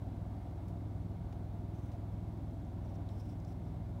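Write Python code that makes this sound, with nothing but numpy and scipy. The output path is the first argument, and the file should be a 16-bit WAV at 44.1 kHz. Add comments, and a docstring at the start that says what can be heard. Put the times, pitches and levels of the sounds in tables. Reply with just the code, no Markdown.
"""A quiet residential street: across it, a small engine runs steadily in a car-wash van.
Its firings throb through the muffler while a second hum wavers beside them. The casing
rumbles, the cooling fan roars, and fan and gears whine faintly. Someone cleaning a car
makes a few light taps and short, soft hisses over a bed of distant street and leaves."""
import sys
import numpy as np
from scipy import signal
from scipy.fft import rfft, irfft
from scipy.io import wavfile
from scipy.ndimage import uniform_filter1d

SR = 44100
rng = np.random.default_rng(int(sys.argv[2]) if len(sys.argv) > 2 else 0)


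def unload_audio(sound):
    """Save the sound as a 16-bit wav file, at the path given as the first command line argument."""
    columns = np.transpose(np.atleast_2d(sound))
    # keep every value between -1 and 1, then stretch to whole-number steps
    steps = np.round(np.clip(columns, -1, 1) * 32767)
    wavfile.write(sys.argv[1], SR, steps.astype(np.int16))


N = 176400
FIRING_HZ, FIRST_FIRING_S = 20.39, .02


def undb(db):
    """Decibels to gain."""
    return 10 ** (np.asarray(db) / 20)


def level(x, db):
    """Scale to an rms level."""
    return x * undb(db) / np.sqrt(np.mean(x ** 2))


def colour(x, points):
    """Causal filter through (Hz, dB) points."""
    hz, db = np.array(points, float).T
    size = 2 * len(x)
    f = np.maximum(np.fft.rfftfreq(size, 1 / SR), 1)
    cepstrum = irfft(np.log(undb(np.interp(np.log(f), np.log(hz), db))))
    cepstrum[1:size // 2] *= 2
    cepstrum[size // 2 + 1:] = 0
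    return irfft(rfft(x, size) * np.exp(rfft(cepstrum)))[:len(x)]


def noise(points):
    """Noise of rms 1 with the given spectrum."""
    return level(colour(rng.standard_normal(N + SR), points)[SR:], 0)


def band(hz, width_hz):
    """Noise of rms 1 in one steep resonance."""
    f = np.maximum(np.fft.rfftfreq(N, 1 / SR), 1)
    return level(irfft(rfft(rng.standard_normal(N)) / (1 + ((f - hz * hz / f) / width_hz) ** 2), N), 0)


def walk(rate):
    """Slow random motion with a spread near 1."""
    k = max(int(SR / rate), 1)
    held = rng.standard_normal(N)[np.arange(N) // k]
    return level(uniform_filter1d(uniform_filter1d(held, k), k), 0)


def tone(hz):
    """A sine of rms 1 that follows a pitch curve."""
    return np.sqrt(2) * np.sin(2 * np.pi * np.cumsum(hz) / SR)


def exhaust():
    """Each firing sends one slightly uneven pressure pulse ringing through the muffler."""
    # Muffler response: frequency_hz, gain_db
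    muffler = [(20, -19.5), (41, -6.5), (61, 3), (82, 2), (102, -10), (122, 0.5), (143, -24.5), (163, -1.5),
               (184, -15.5), (204, -14.5), (224, -30), (245, -9.5), (275, -25.5), (330, -24), (420, -38),
               (800, -70.5)]
    jitter_s, scatter_db = .00012, .5
    firings = np.arange(-int(FIRING_HZ), int(FIRING_HZ * N / SR) + 1)
    timing, strength = rng.standard_normal((len(firings), 2)).T
    firing_s = FIRST_FIRING_S + firings / FIRING_HZ + jitter_s * timing
    onsets = (firing_s * SR).astype(int) + SR  # a second of pre-roll: the muffler already rings
    pulses = np.zeros(N + 2 * SR)
    pulses[np.maximum(onsets, 0)] = undb(scatter_db * strength)
    throb = colour(pulses - pulses.mean(), muffler)[SR:SR + N]
    return level(throb, db=-45)


def second_hum(t):
    """A low hum drifts in pitch and beats against the engine."""
    # Drift of the hum: time_s, pitch_hz
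    drift = [(0, 100.9), (.9, 100.8), (1.25, 100.1), (2.05, 102.0), (2.6, 100.9), (3.15, 100.1),
             (3.55, 102.1), (4, 101.8)]
    pitch_hz = np.interp(t, *np.array(drift).T)
    return undb(-45 + .5 * walk(7.3)) * tone(pitch_hz)


def casing_and_fan(t):
    """Casing rumble and cooling air swell with each firing."""
    # Rumble of the engine casing: frequency_hz, density_db
    rumble_spectrum = [(20, -47), (30, -27), (38, -9.5), (48, 0), (70, -0.5), (110, -3), (140, -1.5),
                       (175, 3), (220, -5.5), (265, -2), (310, -4.5), (370, -8.5), (400, -14.5), (480, -20),
                       (900, -59.5)]
    # Roar of the cooling air: frequency_hz, density_db
    air_spectrum = [(150, -8), (420, -10), (490, -7), (610, -2), (680, 1.5), (750, -1.5), (830, -6.5),
                    (950, -7), (1040, -13.5), (1150, -14), (1270, -19), (1420, -17.5), (1650, -22),
                    (1950, -25.5), (2130, -21), (2400, -28.5), (3000, -30), (3600, -27.5), (4500, -33.5),
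                    (8000, -63)]
    swell = np.sin(2 * np.pi * FIRING_HZ * (t - FIRST_FIRING_S))
    rumble = noise(rumble_spectrum) * (1 + .12 * swell)
    air = noise(air_spectrum) * (1 + .061 * swell) * undb(.5 * walk(6))
    return level(rumble, db=-48) + level(air, db=-57.5)


def whines():
    """Fan and gears sing thin tones that waver in level and pitch."""
    # Fan and gear tones: pitch_hz, level_db
    partials = [(569, -71.5), (978, -82), (1174, -83)]
    out = np.zeros(N)
    for pitch_hz, level_db in partials:
        gain = undb(level_db + 1.7 * walk(7))
        out += gain * tone(pitch_hz * (1 + .00195 * walk(12)))
    return out


def taps(t):
    """Light contacts on the car: bright ticks of noise that die in milliseconds."""
    # Taps and scuffs: start_s, level_db, ring_hz, width_hz, decay_s
    contacts = [(.681, -68, 5000, 18000, .013), (1.325, -60, 2600, 3980, 0.0058),
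                (1.916, -65.5, 2800, 4470, 0.016), (2.509, -73, 5430, 3000, .003),
                (2.599, -75, 5600, 2500, 0.0036), (2.649, -72, 5600, 3000, 0.0045),
                (3.089, -57, 3400, 3600, 0.0032), (3.3995, -64.5, 5500, 2000, .004),
                (3.448, -64, 5000, 3500, 0.0036)]
    attack_s = .00097
    out = np.zeros(N)
    for start_s, level_db, ring_hz, width_hz, decay_s in contacts:
        age = np.maximum(t - start_s, 0)
        envelope = np.minimum(age / attack_s, 1) * np.exp(-age / decay_s)
        out += undb(level_db) * envelope * band(ring_hz, width_hz)
    return out


def hisses(t):
    """Spraying and wiping make gritty, fluttering hisses, each with one bright resonance."""
    # Sprays and wipes: start_s, length_s, level_db, resonance_hz, broad_relative_db
    strokes = [(1.731, 0.16, -82, 6000, 2), (2.835, .025, -75.5, 5700, -4), (2.88, .025, -79.5, 5700, 0),
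               (2.932, .025, -77, 5600, -2), (3.087, 0.25, -80, 5400, 1), (3.187, 0.021, -72, 5440, -10),
               (3.285, 0.027, -79, 5500, -5), (3.463, 0.064, -78, 5400, 1), (3.63, .09, -84, 5300, -4)]
    # Broad part of the hiss: frequency_hz, density_db
    spray_spectrum = [(1000, -16), (3300, 11), (6500, -17.5), (7500, 6), (8700, 1), (9700, 3), (11000, -5),
                      (15500, 1)]
    fade_s, flutter_db, grit_db = .013, 2, .5
    spray = noise(spray_spectrum)
    out = np.zeros(N)
    for start_s, length_s, level_db, resonance_hz, broad_relative_db in strokes:
        end_s = start_s + length_s + fade_s
        gate = np.clip(np.minimum(t - start_s, end_s - t) / fade_s, 0, 1)
        hiss = band(resonance_hz, width_hz=1250) + undb(broad_relative_db) * spray
        out += undb(level_db) * gate * hiss
    texture = undb(flutter_db * walk(90) + grit_db * walk(600))
    return out * level(texture, db=0)


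def street():
    """Distant street and leaves blend into a soft, slowly breathing bed."""
    # Street and leaves: frequency_hz, density_db
    bed_spectrum = [(100, 15), (1000, 18.5), (2500, 7), (4000, 2.5), (5300, 5), (6500, 3), (9000, 0.5),
                    (12000, -1), (15500, -1.5)]
    return undb(-71 + .71 * walk(1.1)) * noise(bed_spectrum)


def scene():
    """The van, the cleaning and the street at one microphone."""
    t = np.arange(N) / SR
    van = exhaust() + second_hum(t) + casing_and_fan(t) + whines()
    cleaning = taps(t) + hisses(t)
    return (van + cleaning + street())[None]


def record(dry):
    """The recorder cuts the deepest bass and the very top."""
    low_cut_hz, high_cut_hz = 27.7, 15750
    low_cut = signal.butter(4, low_cut_hz, "highpass", fs=SR, output="sos")
    high_cut = signal.ellip(10, .2, 70, high_cut_hz, fs=SR, output="sos")
    return signal.sosfilt(high_cut, signal.sosfilt(low_cut, dry))


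dry = scene()
out = record(dry)
unload_audio(out)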